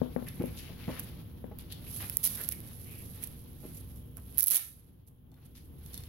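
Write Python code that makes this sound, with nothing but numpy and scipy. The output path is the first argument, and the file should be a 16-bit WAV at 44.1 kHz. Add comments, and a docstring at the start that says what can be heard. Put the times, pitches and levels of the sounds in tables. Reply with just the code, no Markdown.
"""A small room, rumbling low; the two microphone ports of a hand-held camera are close to a metal tube frame.
A hook-and-loop strap is threaded round the frame's hub: hands and webbing rub and tap the tubes, hooks
crackle and snap, and one short rip makes the gain control duck the room's rumble.
Fingers knock on the camera body; its right port rings in the high treble."""
import sys
import numpy as np
from scipy import signal
from scipy.fft import rfft, irfft
from scipy.io import wavfile
from scipy.ndimage import minimum_filter1d

SR = 44100
rng = np.random.default_rng(int(sys.argv[2]) if len(sys.argv) > 2 else 0)


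def output_pcm(signal):
    """Save a mono or channel-first signal as 16-bit PCM at the path in sys.argv[1].

    Samples are clipped to [-1, 1] before scaling.
    """
    pcm = np.clip(np.atleast_2d(signal).T, -1, 1) * 32767
    wavfile.write(sys.argv[1], SR, np.round(pcm).astype(np.int16))


N = 268128
T = np.arange(N) / SR


def undb(db):
    """Decibels to gain."""
    return 10 ** (np.asarray(db) / 20)


def unit(x):
    """Scale to rms 1."""
    return x / np.sqrt(np.mean(x ** 2) + 1e-18)


def curves(table):
    """The columns of a table, joined by straight lines in time."""
    s, *columns = np.transpose(table)
    return [np.interp(T, s, column) for column in columns]


def add(track, s, sound):
    """Mix a two-port sound into a track at s seconds."""
    i = max(int(s * SR), 0)
    track[:, i:i + sound.shape[1]] += sound[:, :max(N - i, 0)]


def colour(x, points, size=4096):
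    """Causal (minimum-phase) filter through points of f/Hz, gain/dB."""
    hz, db = np.transpose(points)
    bins = np.maximum(np.arange(size // 2 + 1) * SR / size, 1)
    gain = undb(np.interp(np.log(bins), np.log(hz), db))
    cepstrum = irfft(np.log(gain))
    cepstrum[1:size // 2] *= 2
    cepstrum[size // 2 + 1:] = 0
    response = np.array(irfft(np.exp(rfft(cepstrum))), ndmin=x.ndim)
    return signal.oaconvolve(x, response, axes=-1)[..., :N]


def resonance(x, hz, q):
    """One broad resonance, its Q no lower than 0.5."""
    return signal.lfilter(*signal.iirpeak(min(hz, SR / 4), max(q, .5), fs=SR), x)


def walk(rate):
    """Random drift with a spread near 1, turning rate times a second for up to 2048 turns."""
    knots = rng.standard_normal(2048)
    return np.interp(T * rate, np.arange(len(knots)), knots)


def grains(rate, spread_db, lag_samples=5):
    """Tiny uneven clicks; each comes from its own spot, so with its own lag between the ports."""
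    hit = rng.random(N) < rate / SR
    size = undb(spread_db * np.clip(rng.standard_normal(N), -2, 2))
    left = unit(hit * size * rng.choice([-1, 1], N))
    arrival = (np.arange(N) + rng.integers(-lag_samples, lag_samples + 1, N)) % N
    return np.array([left, np.bincount(arrival, left, N)])


def stroke(source, s, length, edge_s):
    """A stretch of a source that swells and fades at its edges."""
    part = source[:, int(s * SR):int((s + length + edge_s) * SR)]
    t = np.arange(part.shape[1]) / SR
    return part * np.clip(np.minimum(t, length + edge_s - t) / edge_s, 0, 1)


def rubs(table, source, edge_s):
    """Short strokes of contact, each twice through a resonance of its own."""
    out = np.zeros((2, N))
    for s, length, db, hz, q in table:
        contact = stroke(source, s, length, edge_s)
        ringing = resonance(resonance(contact, hz, q), hz, q)
        add(out, s, undb(db) * unit(ringing))
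    return out


def room(x, wet_db, first_s=0.0033, t60_s=0.33):
    """Near walls answer within milliseconds, differently at each port, and die away."""
    t = np.arange(SR // 2) / SR
    onset = np.clip(t / first_s - 1, 0, 1)
    tails = rng.standard_normal((2, len(t))) * undb(-60 * t / t60_s) * onset
    tails /= np.linalg.norm(tails, axis=1, keepdims=True)
    return x + undb(wet_db) * signal.fftconvolve(x, tails, axes=1)[:, :N]


def room_tone(apart_hz=520, apart_db=-17, murmur_db=-52.5, hiss_db=-68.5):
    """Rumble, nearly alike at both ports in the bass, over the building's murmur, drones and faint hiss."""
    # course of the room's rumble: t/s, level/dB
    rumble_levels = [(0.0, -43), (1.1, -45), (1.45, -45.5), (2.6, -44.5), (2.95, -46), (3.25, -46.5),
                     (4.35, -48.5), (4.7, -44.5), (6.08, -49.5)]
    # spectra of the rumble, the building's deep murmur and the hiss: f/Hz, level/dB
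    rumble_colour = [(20, -14.5), (42, -10), (58, -3.5), (100, 1.5), (150, -1.5), (240, -6.5), (320, -11.5),
                     (480, -20), (700, -27.5), (1200, -33), (3000, -47.5), (9000, -80)]
    murmur_colour = [(18, -9), (30, -10.5), (45, -9.5), (62, 3.5), (85, -8.5), (120, -12.5), (250, -38),
                     (1000, -57.5)]
    hiss_colour = [(1000, -4), (2200, 0), (3200, 12), (4500, -4.5), (7500, -14.5), (9000, -18.5),
                   (11000, -6.5), (16000, 1.5)]
    # wavering drones in the room: f/Hz, level/dB
    drone_tones = [(59.5, -50.5), (79, -52.5), (104, -51.5), (145, -56), (251, -61.5), (473, -65)]
    rumble_db, = curves(rumble_levels)
    mid, side = unit(colour(rng.standard_normal((2, N)), rumble_colour))
    side = signal.lfilter(*signal.butter(1, apart_hz, "high", fs=SR), side) + undb(apart_db) * side
    rumble = np.array([mid + side, mid - side]) * undb(rumble_db + 1.3 * walk(18))
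    murmur = undb(murmur_db) * unit(colour(rng.standard_normal(N), murmur_colour))
    drones = sum(undb(db + 2 * walk(12)) * np.sin(2 * np.pi * hz * T + walk(7)) for hz, db in drone_tones)
    hiss = undb(hiss_db) * unit(colour(rng.standard_normal((2, N)), hiss_colour))
    return rumble + murmur + drones + hiss


def camera_knocks(rattle_db=-21, rattle_s=0.046, lag_s=0.0006, lowest_hz=120):
    """Handling noise: a fingertip sets the case ringing and rattling; the flex reaches the right port late."""
    # finger knocks: t/s, level/dB, contact time/s, right port against left/dB
    knocks = [(0.0165, -9, 0.00089, -21), (0.1629, -13, 0.0006, -17), (0.2246, -24.5, 0.00063, -27),
              (0.398, -13.5, 0.0041, -0.5), (0.439, -16, 0.00093, -10), (0.879, -15.5, 0.003, 0),
              (1.442, -23.5, 0.00072, -20)]
    # modes of the camera body: f/Hz, level/dB, t60/s
    case_modes = [(188, -6, 0.039), (247.2, -10, 0.22), (284, -7, 0.0043), (455, -1, 0.016),
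                  (527, -11.5, 0.033), (495, -21, 0.19), (750, -12, 0.011), (1840, -4, 0.0037)]
    out, t = np.zeros((2, N)), np.arange(SR // 4) / SR
    ring = sum(undb(db - 60 * t / t60) * np.sin(2 * np.pi * hz * t) for hz, db, t60 in case_modes)
    for s, db, contact_s, right_db in knocks:
        push = np.sin(np.pi * np.minimum(t / contact_s, 1)) ** 2
        rattle = unit(resonance(rng.standard_normal(len(t)), hz=324, q=1.2))
        rattle *= undb(rattle_db) * np.exp(-t / rattle_s)
        left = undb(db) * signal.fftconvolve(ring + rattle, push / push.sum())[:len(t)]
        right = undb(right_db) * np.interp(t - lag_s, t, left)
        add(out, s, np.array([left, right]))
    return signal.sosfilt(signal.butter(2, lowest_hz, "high", fs=SR, output="sos"), out)


def frame_bumps():
    """Hands bump softly against the frame; the long waves reach both ports alike."""
    # bumps: t/s, length/s, level/dB, centre f/Hz, Q
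    bumps = [(.398, .016, -31, 265, 1.8), (.685, 0.021, -51.5, 490, 1.45), (.876, 0.029, -37.5, 297, 0.53),
             (1.51, 0.011, -47, 403, 1.02), (2.005, 0.033, -54.5, 600, 0.34), (2.37, 0.06, -52.5, 460, 1.6),
             (3.625, 0.027, -45.5, 292, 0.9), (4.165, 0.026, -58.5, 900, 0.68),
             (5.315, 0.015, -60, 740, 1.4), (5.36, 0.029, -62.5, 1008, .5)]
    return rubs(bumps, np.tile(rng.standard_normal(N), (2, 1)), edge_s=0.0089)


def tube_taps(contact_db=5, contact_s=0.00067, contact_hz=5000):
    """A hard touch clicks and sets a tube ringing briefly, each mode with its own strength at each port."""
    # taps of the strap's end and fingernails: t/s, level/dB
    taps = [(0.2876, -43), (1.7236, -42.5), (5.317, -52), (5.342, -51), (5.8619, -47.5), (5.9335, -46),
            (5.943, -40.5), (5.951, -51), (5.9769, -40), (6.0368, -46)]
    # modes of a tube: f/Hz, level/dB, t60/s
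    tube_modes = [(2060, -12, 0.017), (3580, -8, 0.039), (4320, -5, 0.026), (5270, -10.5, .04),
                  (6000, -13, 0.038), (7600, -14, .05), (8387, -18, 0.064)]
    out, t = np.zeros((2, N)), np.arange(SR // 4) / SR
    modes = np.array([undb(db - 60 * t / t60) * np.sin(2 * np.pi * hz * t) for hz, db, t60 in tube_modes])
    for s, db in taps:
        signs = rng.choice([-1, 1], (2, len(modes)))
        strengths = undb(2 * rng.standard_normal((2, len(modes))))
        ring = (signs * strengths) @ modes
        click = undb(contact_db) * rng.standard_normal((2, len(t))) * np.exp(-t / contact_s)
        add(out, s, undb(db) * (ring + resonance(click, contact_hz, q=0.5)))
    return out


def webbing_drags():
    """The webbing slides over a tube, which rings."""
    # slides: t/s, length/s, relative level/dB, centre f/Hz, Q
    drags = [(.02, 0.049, -60, 3270, 3.6), (.262, 0.022, -47, 2020, 1.9), (.39, 0.11, -55.5, 2320, 2.8),
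             (.565, 0.03, -47.5, 3900, 0.75), (.59, 0.11, -53.5, 2730, 1.2), (.785, 0.072, -53, 2470, 1.3),
             (.872, 0.12, -47.5, 1760, 0.78), (1.58, 0.025, -54.5, 3240, 0.87),
             (1.698, 0.029, -47.5, 3600, 2), (1.86, 0.022, -53.5, 2800, 1.8),
             (1.995, 0.049, -44.5, 1790, 0.55), (2.235, 0.043, -42.5, 4300, .8),
             (2.37, 0.047, -45.5, 1710, 1.5), (2.51, 0.022, -50, 2210, 1.8), (2.85, 0.17, -57.5, 2440, 2.3),
             (3.215, 0.022, -52, 2130, 0.31), (3.635, .04, -64, 2180, 1.6), (4.378, 0.02, -43.5, 1900, 1.1),
             (4.398, .012, -34.5, 5700, 3.1), (4.505, 0.088, -29.5, 2430, 0.31),
             (5.545, 0.036, -52.5, 3340, 0.55), (5.93, 0.022, -55, 4550, 1.3)]
    return rubs(drags, grains(rate=1100, spread_db=4), edge_s=0.0081) * undb(-2.5)


def cloth(db):
    """Skin and webbing rub: dense fibre slips under uneven pressure."""
    # spectrum of the rubbing: f/Hz, level/dB
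    cloth_colour = [(150, -4), (500, 4.5), (1300, 0.5), (2500, 1.5), (4000, 1.5), (6000, -8), (7600, -15),
                    (11500, -18), (16000, -13)]
    slips = unit(colour(grains(rate=7000, spread_db=1.5), cloth_colour))
    pressure_db = 3 * walk(45)
    return slips * undb(db - 2.14 + pressure_db)


def loose_hooks(db, stray_db=-8):
    """Hooks brush over the weave, and now and then a stray one flicks free."""
    # spectrum of the crackle: f/Hz, level/dB
    hook_colour = [(300, -31.5), (1500, -7), (4000, 5.5), (6000, 4), (9000, 4.5), (12000, 4.5),
                   (16000, -5.5)]
    unevenness_db = 2 * walk(90) + 1.4 * walk(22)
    crackle = grains(rate=2200, spread_db=-0.5) + undb(stray_db) * grains(rate=82, spread_db=4.5)
    return unit(colour(crackle, hook_colour)) * undb(db - 1.1 + unevenness_db)


def hook_snaps(left_tick_db=-4, shiver_s=0.0007, shiver_db=-15):
    """A taut hook lets go with a tick, louder on the right; the backing flicks and nearby fibres shiver."""
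    # single hooks letting go: t/s, tick level/dB, flick level/dB
    snaps = [(0.2847, -29, -11.5), (0.996, -17.5, -16), (1.5871, -26.5, -19), (1.724, -29, -7),
             (2.098, -10.5, -5), (2.1701, 1, 0.5), (2.2445, -11, -14), (2.251, -6, -4), (2.2586, -22, -24),
             (2.274, -7, 3), (2.414, -16, -21), (2.489, -3, -2), (2.522, -17, -3), (2.6041, -24, -15),
             (3.238, -15, -26), (3.2732, -22.5, -27), (4.17, -24, -16.5), (4.3748, -18, -10),
             (4.382, -5.5, -7), (4.389, -3.5, -12.5), (4.3963, 1.5, -7), (4.4, -3, -1.5), (4.407, 4.5, 3),
             (4.424, 0, -5), (4.43, 7.5, -3), (4.44, 3, -3), (4.462, -1, -14), (4.4705, 7, 1.5),
             (4.4826, 7.5, -7), (4.503, 5.5, 10), (4.509, 7, 6), (4.5212, 5, -6.5), (4.545, 4, -0.5),
             (4.5593, 7, 3), (4.5673, 7.5, -3), (5.978, -27, -24)]
    # spectra of the hook's sharp tick and the backing's flick: f/Hz, level/dB
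    tick_colour = [(1000, -43.5), (5000, -1.5), (8000, 2.5), (10500, 1.5), (13000, 0.5), (16000, 1)]
    flick_colour = [(200, -47.5), (1000, -32), (1800, -10), (4000, -10), (6000, -7.5), (8000, -16.5),
                    (11000, -16.5), (16000, -33)]
    ticks, flicks = np.zeros((2, N)), np.zeros((2, N))
    t = np.arange(256) / SR
    for s, tick_db, flick_db in snaps:
        click = undb(shiver_db) * rng.standard_normal((2, len(t))) * np.exp(-t / shiver_s)
        # the first edge reaches the two ports a few samples apart
        click[[0, 1], rng.integers(0, 6, 2)] = 1
        click /= np.linalg.norm(click, axis=1, keepdims=True)
        add(ticks, s, undb([[tick_db + left_tick_db], [tick_db]]) * click)
        add(flicks, s, undb(flick_db) * click)
    return colour(ticks, tick_colour) + colour(flicks, flick_colour)


def hook_tears():
    """Rows of hooks peel off in quick clusters; the loud rip comes at about 4.5 s."""
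    # patches peeling off: t/s, length/s, relative level/dB
    tears = [(0.26, 0.025, -63), (0.575, 0.057, -65.5), (0.989, 0.0082, -52.5), (1.023, .02, -61),
             (1.586, 0.03, -65), (1.711, 0.019, -60), (1.953, 0.041, -53.5), (2.229, 0.035, -34),
             (2.509, 0.014, -45), (3.219, 0.023, -52), (3.739, 0.042, -59), (3.948, 0.03, -68.5),
             (4.162, 0.018, -65), (4.381, 0.066, -40), (4.467, 0.025, -29.5), (4.499, 0.045, -22),
             (4.544, 0.032, -19.5), (5.064, 0.02, -58), (5.448, 0.011, -63), (5.555, 0.031, -66),
             (5.638, 0.018, -69.5), (5.924, 0.014, -64)]
    # spectrum of the tearing: f/Hz, level/dB
    tear_colour = [(300, -3.5), (1200, -6.5), (3500, 4), (6000, 7), (9000, 11.5), (11300, 4.5),
                   (13500, 7.5), (16000, -4.5)]
    clusters_db = 3 * walk(450)
    hooks = grains(rate=2400, spread_db=4.5) * undb(clusters_db)
    out = np.zeros((2, N))
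    for s, length, db in tears:
        add(out, s, undb(db - 2.5) * unit(stroke(hooks, s, length, edge_s=0.011)))
    return colour(out, tear_colour)


def scene():
    """Strap and frame close up with some room on them, dry knocks on the camera, room tone behind."""
    # how hard the hands work the strap: t/s, rubbing level/dB, crackle level/dB
    hands = [(0.0, -61, -72), (0.45, -56.5, -61.5), (0.76, -56.5, -71.5), (0.96, -50.5, -63),
             (1.52, -71, -83.5), (1.62, -61, -75), (1.83, -57, -65), (1.95, -55, -48), (2.17, -55.5, -54.5),
             (2.43, -48.5, -43), (2.56, -58, -60), (3.05, -63, -57.5), (3.25, -57, -60), (3.33, -65, -66.5),
             (3.55, -68, -67), (3.74, -60.5, -59), (4.12, -81, -74.5), (4.36, -60.5, -59),
             (4.79, -61.5, -58.5), (5.02, -70, -78.5), (5.28, -100, -82), (5.43, -59.5, -72),
             (5.72, -79, -76.5), (5.86, -59.5, -61.5), (6.08, -63, -68)]
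    cloth_db, hooks_db = curves(hands)
    drags, bumps = webbing_drags(), frame_bumps()
    friction = room(cloth(cloth_db), wet_db=-5) + room(drags, wet_db=-2.5)
    hooks = room(loose_hooks(hooks_db) + hook_tears(), wet_db=-9.5)
    ticks = room(hook_snaps(), wet_db=-17.5) + room(tube_taps(), wet_db=-5.5)
    return friction + hooks + ticks + room(bumps, wet_db=-5) + camera_knocks() + room_tone()


def gain_control(x, threshold_db=-22.5, slope=0.97, sense_s=0.032, quick_db_per_s=50,
                 held_share=0.65, hold_s=0.56, slow_db_per_s=14):
    """Sustained loudness ducks both channels; part of the cut lets go fast, the rest holds, then creeps back."""
    def release(db, rate):
        return np.maximum.accumulate(db + rate * T) - rate * T

    pole = np.exp(-1 / (sense_s * SR))
    power = signal.lfilter([1 - pole], [1, -pole], np.max(x ** 2, axis=0))
    cut_db = slope * np.maximum(10 * np.log10(power + 1e-12) - threshold_db, 0)
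    hold = int(hold_s * SR) | 1
    held_db = -held_share * minimum_filter1d(-cut_db, hold, origin=hold // 2, mode="constant")
    return x * undb(-np.maximum(release(cut_db, quick_db_per_s), release(held_db, slow_db_per_s)))


def record(dry, top_hz=15750):
    """The camera's microphone: each port colours the sound, gain control follows and the top is cut."""
    # responses of the ports, the right one ringing near 11 kHz: f/Hz, gain/dB
    left_port = [(1000, -2.5), (6000, 1), (8500, -5), (11200, 6), (14000, 0.7), (16000, 4.5)]
    right_port = [(200, -2.5), (500, -4.5), (1000, -5), (2000, -8.5), (3700, -9.5), (5500, -14.5),
                  (7200, -16), (8700, -5.5), (10000, 7.5), (11000, 19), (11800, 17.5), (13000, 9.5),
                  (14200, 5), (16000, 14)]
    ports = np.array([colour(dry[0], left_port), colour(dry[1], right_port)])
    top_cut = signal.ellip(10, .2, 80, top_hz, fs=SR, output="sos")
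    return signal.sosfilt(top_cut, gain_control(ports))


dry = scene()
out = record(dry)
output_pcm(out)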